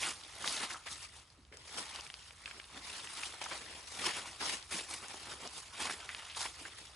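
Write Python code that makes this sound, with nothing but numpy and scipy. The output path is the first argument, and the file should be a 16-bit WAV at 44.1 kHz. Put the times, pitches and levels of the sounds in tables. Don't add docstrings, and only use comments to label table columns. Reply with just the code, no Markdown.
import sys
import numpy as np
from scipy import signal
from scipy.fft import rfft, irfft, next_fast_len
from scipy.io import wavfile
from scipy.ndimage import uniform_filter1d

SR = 44100
rng = np.random.default_rng(int(sys.argv[2]) if len(sys.argv) > 2 else 0)


def log_audio(samples):
    frames = np.atleast_2d(samples).T
    limited = np.clip(frames, -1, 1)
    pcm = np.round(limited * 32767).astype(np.int16)
    wavfile.write(sys.argv[1], SR, pcm)


N = 306515
EDGE_HZ = 11350

# full_force_s, attack_s, hold_s, effort_db,
# weight_db (dull crush relative to effort), crispness_db (fizz relative to effort),
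# breadth_db (side signal of the moving patch)
PUSHES = [(0.027, 0.032, 0.048, -38.5, -10, -1.5, -12), (0.443, 0.057, 0.034, -43.5, -9, -3.5, -3),
          (0.475, .015, .085, -46, -10, 3, -3), (0.611, 0.043, 0.033, -40.5, -11, -5.5, -3),
          (0.701, 0.0053, 0.02, -46.5, -10, -1.5, -2), (0.864, 0.0058, 0.0064, -48, -9.5, -7, 2),
          (0.916, 0.022, 0.0031, -46.5, -12, 1.5, -1), (1.02, 0.047, 0.019, -53, -17, 1, 2),
          (1.164, 0.038, 0.016, -58.5, -5.5, 1, -1), (1.526, .005, 0.087, -63.5, -7, -4.5, 7),
          (1.785, 0.046, .005, -44, -5.5, -1, 5), (1.868, 0.071, 0.13, -50, -18.5, -8.5, -1),
          (2.195, 0.13, 0.088, -58, -30, -4, 1), (2.462, 0.0059, .04, -54, -15, -6.5, 4),
          (2.553, 0.021, .01, -61.5, 3.5, -2, 8), (2.759, 0.039, 0.034, -53.5, -3.5, -10, 2),
          (2.874, 0.047, 0.091, -50.5, -12, -4, 3), (3.182, 0.096, 0.081, -48.5, -15, -1.5, -1.5),
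          (3.414, 0.0041, 0.023, -46.5, -18.5, -4, 3), (3.513, 0.043, 0.041, -45, -8.5, -6.5, 0),
          (3.636, 0.15, 0.15, -55, -4.5, -3, 3), (3.874, .004, 0.004, -54.5, -9, 3, 5.5),
          (3.963, 0.075, 0.064, -49.5, -9, 0, 0), (4.061, 0.036, 0.0053, -35, -9.5, -5, -0.5),
          (4.155, 0.027, 0.042, -43.5, -8, -3.5, -4), (4.258, 0.0051, .02, -48.5, -7.5, -3.5, -13),
          (4.408, .008, 0.033, -44.5, -5.5, -6, 4.5), (4.456, 0.03, 0.089, -41.5, -10.5, -2.5, 2.5),
          (4.713, 0.0081, 0.083, -45, -5, 1.5, -2), (4.904, 0.029, 0.052, -48.5, -7.5, 1.5, -8),
          (5.026, .012, 0.011, -53, -0.5, -2, -6), (5.09, 0.0056, 0.039, -59, -3, 2, 6),
          (5.295, .04, 0.029, -48, -6, -6.5, -1), (5.452, 0.05, 0.017, -48.5, -4.5, -6, -1),
          (5.572, 0.045, 0.0079, -50, -10, 3, 1), (5.817, 0.042, 0.044, -38.5, -9.5, -5.5, -5.5),
          (5.896, .01, 0.029, -45.5, -5.5, -1.5, -5), (6.01, 0.0078, 0.0083, -50, -12, -16, -8),
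          (6.132, 0.11, 0.15, -50.5, -25, -9, -10), (6.365, .008, .02, -44, -18, -1.5, -5),
          (6.408, 0.012, 0.037, -44, -22, 0.5, -2), (6.594, 0.024, 0.084, -54.5, -9.5, -2.5, 1),
          (6.775, .02, 0.035, -56.5, -6.5, -3, 5)]
RELEASE_S = 0.037
# time_s, effort_db
SHIFTING_LEAVES = [(0.3, -55.5), (0.8, -61.5), (1.1, -63.5), (1.3, -69.5), (1.5, -75.5), (1.7, -55),
                   (2.05, -54.5), (2.2, -68.5), (2.45, -58.5), (2.68, -61), (3.0, -51), (3.8, -59),
                   (4.3, -55), (4.67, -59.5), (5.2, -52), (5.65, -59), (6.5, -56), (6.95, -59)]
SHIFT_WEIGHT_DB, SHIFT_CRISP_DB, SHIFT_BREADTH_DB = -11, -3.5, 0
# (relative, per Hz)
LEAF_COLOUR = [(90, -7.5), (170, -3.5), (260, -4), (380, -2), (520, -3), (850, 3), (1350, 3.2),
               (1620, -0.5), (1800, 2.5), (2350, 2.5), (3600, 1.53), (5500, -5.5), (7500, -9.5), (9500, -8),
               (11200, -15.5)]
# (relative, per Hz)
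AIR_COLOUR = [(20, -28), (35, -15), (50, -5.5), (68, 0.5), (90, -4.5), (130, -11.5), (200, -20), (400, -26),
              (1000, -25), (3000, -32), (11000, -39.5)]
AIR_DB = -64.5
# start_s, level_db (before the decay), pitch_hz, decay_s
LEAF_CRUNCHES = [(0.03, -35, 2660, 0.029), (0.442, -36, 1680, 0.009), (0.475, -38, 4300, 0.032),
                 (0.567, -38.5, 3700, 0.01), (0.703, -42, 1730, 0.013), (0.742, -43, 1300, 0.025),
                 (0.868, -45.5, 2050, 0.021), (1.375, -62, 279, 0.026), (1.516, -59, 460, 0.071),
                 (1.524, -55, 2090, 0.027), (2.753, -56, 1170, 0.022), (2.761, -56, 262, 0.026),
                 (3.233, -33, 2330, 0.0033), (3.414, -45, 750, 0.02), (3.415, -42.5, 2600, 0.015),
                 (3.459, -36, 1260, 0.0043), (3.514, -38.5, 1110, 0.0099), (4.055, -41.5, 2800, 0.1),
                 (4.066, -44, 322, 0.019), (4.258, -45.5, 1000, 0.0057), (4.412, -44.5, 1130, 0.05),
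                 (4.721, -40.5, 2370, 0.032), (4.791, -42.5, 2580, 0.016), (5.141, -47.5, 850, 0.016),
                 (5.142, -50, 345, 0.01), (5.871, -39, 1800, 0.01), (5.897, -35, 1790, 0.011),
                 (6.091, -38, 1860, 0.013), (6.298, -45.5, 3150, 0.025), (6.368, -46.5, 930, 0.033),
                 (6.408, -43, 950, 0.021), (6.454, -39, 990, 0.011), (6.46, -37.5, 2320, 0.0062),
                 (6.611, -52, 268, 0.0074), (6.651, -43, 1680, 0.016)]
# start_s, peak_db (before a shared trim), pitch_hz
STALK_SNAPS = [(0.2364, -33, 4100), (0.477, -17.5, 3400), (0.874, -33, 2400), (1.302, -44, 4500),
               (1.4508, -45, 3300), (1.571, -32, 6540), (1.96, -26, 4120), (2.009, -30, 5050),
               (2.0662, -31.5, 2760), (2.1013, -29, 2600), (2.141, -26, 3460), (2.1928, -40, 2900),
               (2.3082, -35, 2460), (2.4584, -26, 2680), (2.4775, -33, 2030), (2.5116, -29.5, 2240),
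               (2.5996, -28.5, 2460), (2.642, -36.5, 3300), (3.073, -29.5, 2720), (3.2354, -27, 2600),
               (3.3247, -34, 4340), (3.3396, -35, 1240), (3.4415, -23.5, 6650), (4.03, -30, 4300),
               (4.627, -32, 4350), (5.4753, -26, 5450), (5.084, -25.5, 7500), (5.9245, -24.5, 5060),
               (6.007, -32.5, 2920), (6.1483, -23.5, 2620), (6.3494, -32, 3380), (6.4152, -18, 4700)]
# time_s, left_minus_right_db
STIRRING_PLACE = [(0, 0.5), (1.0, 2.5), (1.75, 2.2), (2.2, 1.5), (3.2, 1.9), (3.7, 2.5), (5.0, 2.2),
                  (5.8, 0.8), (6.95, 1.7)]
# frequency_hz, side_gain_db; it is widest in a narrow band near 5.3 kHz
PORT_SPREAD = [(60, -25), (130, -13.5), (380, -24.5), (700, -16.5), (1150, -18.5), (1550, -1.5),
               (1900, -11), (2300, -8.5), (3300, -4.5), (4000, -8), (5300, 1.5), (6500, -13), (7500, -8.5),
               (8700, -12), (10200, -11.5)]
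# frequency_hz, lead_rad
LEFT_LEAD = [(100, -0.051), (1400, -0.28), (1700, -0.3), (2500, 0.62), (3300, 0.65), (3800, -0.39),
             (5000, -0.12), (6000, -0.15), (11000, 0.58)]
# frequency_hz, left_minus_right_db
PORT_COLOUR = [(100, -1.5), (1000, -2), (1400, 0.5), (1700, -2.5), (2300, -1), (3400, -0.5), (5300, -1),
               (8300, -3.5), (10000, -1.7)]


def gain_of(db):
    return 10 ** (np.asarray(db) / 20)


def evened(x):
    return x / np.sqrt(np.mean(x ** 2) + 1e-20)


def read(points, hz):
    f, value = np.transpose(points)
    return np.interp(np.log(hz + 1), np.log(f + 1), value)


def curves(rows):
    s, *columns = np.transpose(rows)
    return [np.interp(np.arange(N) / SR, s, column) for column in columns]


def shaped(x, gain):
    size = next_fast_len(N + 4096)
    spectrum = rfft(x, size) * gain(np.fft.rfftfreq(size, 1 / SR))
    return irfft(spectrum, size)[..., :N]


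def drift(per_s):
    return evened(shaped(rng.standard_normal(N), lambda f: np.exp(-(f / per_s) ** 2)))


def add(mix, s, sound):
    part = mix[max(round(s * SR), 0):][:len(sound)]
    part += sound[:len(part)]


def ports(mid, side):
    side = shaped(side, lambda f: gain_of(read(PORT_SPREAD, f)))
    return np.array([mid + side, mid - side])


def crack(hz, cycles, rise=0.28):
    turns = np.arange(512) * hz / SR
    envelope = np.exp(-turns / cycles) * (1 - np.exp(-(turns / rise) ** 2))
    ring = np.sin(2 * np.pi * turns) * envelope
    return ring / abs(ring).max()


def stirring():
    t = np.arange(N) / SR
    power = gain_of(curves(SHIFTING_LEAVES)[0]) ** 2
    shift_colour = gain_of([SHIFT_WEIGHT_DB, SHIFT_CRISP_DB, SHIFT_BREADTH_DB]) ** 2
    colour = np.outer(shift_colour, power)
    for s, attack, hold, effort_db, *colour_db in PUSHES:
        near = slice(*np.searchsorted(t, [s - .5, s + hold + .5]))
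        swell = np.minimum((t[near] - s) / attack, 0)
        release = np.maximum((t[near] - s - hold) / RELEASE_S, 0)
        push = (gain_of(effort_db) * np.exp(swell - release)) ** 2
        power[near] += push
        colour[:, near] += np.outer(gain_of(colour_db) ** 2, push)
    return 10 * np.log10([power, *(colour / power)])


def buckles(per_s, cycles, spread_db, count=24):
    hit = rng.random(N) < per_s / SR
    size_db = spread_db * np.minimum(rng.exponential(1, N), 4)
    size = gain_of(size_db) * rng.choice([-1, 1], N)
    clicks = hit * size / np.sqrt(np.minimum(per_s, SR))
    patch = (count * rng.random(N) ** (2 / 3)).astype(int)
    out = np.zeros(N)
    for k, hz in enumerate(np.geomspace(250, 10000, count)):
        out += signal.oaconvolve(clicks * (patch == k), crack(hz, cycles))[:N]
    f, power = signal.welch(out, SR, nperseg=256)
    whiten = lambda hz: np.interp(hz, f[1:], power[1:]) ** -.5 * (hz < EDGE_HZ)
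    return evened(shaped(out, whiten))


def leaf_pops(per_s=70, cycles=13.0, spread_db=3, share=0.19):
    return share * buckles(per_s, cycles, spread_db)


def patchy(x, depth_db, wide_hz=350, long_s=.028):
    z = signal.stft(x, nperseg=256, noverlap=192)[2]
    across = max(round(wide_hz * 256 / SR), 1)
    along = max(round(long_s * SR / 64), 1)
    patches = rng.standard_normal(z.shape[-2:])
    patches = uniform_filter1d(uniform_filter1d(patches, across, 0), along, 1)
    z = z * gain_of(depth_db * evened(patches))
    return signal.istft(z, nperseg=256, noverlap=192)[1][..., :N]


def rustle(effort, weight, crisp, per_s=5000, busier=.6, spread_db=0.0, cycles=1.0, slide=0.87,
           clump_db=1.5, clumps_per_s=80, patchy_db=2.5,
           crush_db=-2.5, crinkle_db=-2.0, fizz_db=0, crush_hz=700, fizz_hz=5500):
    rate = per_s * gain_of(busier * (effort - np.median(effort)))
    grains = np.array([buckles(rate, cycles, spread_db) for _ in range(2)])
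    grains = grains + slide * rng.standard_normal((2, N))
    grains[0] += leaf_pops()
    clumped = grains * gain_of(clump_db * drift(clumps_per_s))
    grains = patchy(clumped, patchy_db)

    low = lambda f: 1 / np.sqrt(1 + (f / crush_hz) ** 6)
    high = lambda f: 1 / np.sqrt(1 + (fizz_hz / (f + 1)) ** 10)
    middle = lambda f: np.sqrt(np.maximum(1 - low(f) ** 2 - high(f) ** 2, 0))
    total = lambda f: low(f) + middle(f) + high(f)

    def part(band):
        return evened(shaped(grains, lambda f: gain_of(read(LEAF_COLOUR, f)) * band(f) / total(f)))

    crush = gain_of(crush_db + weight) * part(low)
    crinkle = gain_of(crinkle_db) * part(middle)
    fizz = gain_of(fizz_db + crisp) * part(high)
    return gain_of(effort) * (crush + crinkle + fizz)


def air():
    colour = lambda f: gain_of(read(AIR_COLOUR, f))
    mid, side = (evened(shaped(rng.standard_normal(N), colour)) for _ in range(2))
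    return gain_of(AIR_DB) * ports(mid, side)


def crunches(per_s=3000, cycles=1.14, scatter=0.17, level_db=0, first=1.14, count=5):
    out = np.zeros(N)
    t = np.arange(SR // 8) / SR
    for s, db, hz, decay_s in LEAF_CRUNCHES:
        run, fade = np.zeros(len(t)), np.exp(-t / decay_s)
        for step in np.linspace(-1, 1, count):
            clicks = rng.standard_normal(len(t)) * (rng.random(len(t)) < per_s / count / SR)
            clicks[rng.integers(SR // 400)] = first * rng.choice([-1, 1])
            ring = crack(hz * np.exp(scatter * step), cycles) * (1 - abs(step) / 2)
            run += signal.fftconvolve(clicks * fade, ring)[:len(t)]
        add(out, s, gain_of(db + level_db) * evened(run) * np.sqrt(np.mean(fade ** 2)))
    return out


def snap(hz, second=0.27, tear=0.15, tear_s=0.001, splinter=0.046, splinter_s=0.0088):
    t = np.arange(2048) / SR
    fibres = rng.standard_normal(len(t)) * (rng.random(len(t)) < .25)
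    force = fibres * (tear * np.exp(-t / tear_s) + splinter * np.exp(-t / splinter_s))
    force[0] = 1
    force[round(rng.uniform(.0006, .0014) * SR)] = second * rng.choice([-1, 1])
    sound = signal.fftconvolve(force, crack(hz, cycles=.72))
    return sound / abs(sound).max()


def snaps(effort, level_db=-2, small_db=9, vary_db=1.5, small_hz=4800, octaves=0.82, count=200):
    out = np.zeros(N)
    for s, db, hz in STALK_SNAPS:
        add(out, s, gain_of(db + level_db) * snap(hz))
    for _ in range(count):
        at = rng.integers(N)
        size, pitch = rng.standard_normal(2)
        level = gain_of(effort[at] + small_db + vary_db * size)
        hz = min(small_hz * 2 ** (octaves * pitch), EDGE_HZ)
        add(out, at / SR, level * snap(hz))
    return out


def scatter_off(x, t60, gap_s):
    t = np.arange(SR // 2) / SR
    present = (rng.random(len(t)) < .15) * (t > gap_s)
    taps = rng.choice([-1, 1], len(t)) * present * gain_of(-60 * t / t60)
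    return signal.fftconvolve(x, taps / (np.linalg.norm(taps) + 1e-12))[:N]


def scene(forest_db=-24, width_db=-3):
    effort, weight, crisp, breadth_db = stirring()
    pan_db, = curves(STIRRING_PLACE)
    mid, side = rustle(effort, weight, crisp)
    breaks = crunches() + snaps(effort)
    mid = mid + breaks
    side = side + gain_of(width_db) * scatter_off(breaks, t60=0.014, gap_s=.0003)
    near = ports(mid, side * gain_of(breadth_db))
    near = shaped(near, lambda f: np.exp(.5j * np.outer([1, -1], read(LEFT_LEAD, f))))
    near = near * gain_of(np.array([pan_db, -pan_db]) / 2)
    forest = ports(*(scatter_off(mid, t60=0.83, gap_s=0.032) for _ in range(2)))
    return near + gain_of(forest_db) * forest + air()


def record(dry, bass_hz=42):
    coloured = shaped(dry, lambda f: gain_of(np.outer([1, -1], read(PORT_COLOUR, f)) / 2))
    bass_cut = signal.butter(2, bass_hz, "high", fs=SR, output="sos")
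    coloured = signal.sosfilt(bass_cut, coloured)
    band_limit = signal.firwin(255, EDGE_HZ, window=("kaiser", 9), fs=SR)
    return signal.oaconvolve(coloured, band_limit[None], "same")


dry = scene()
out = record(dry)
log_audio(out)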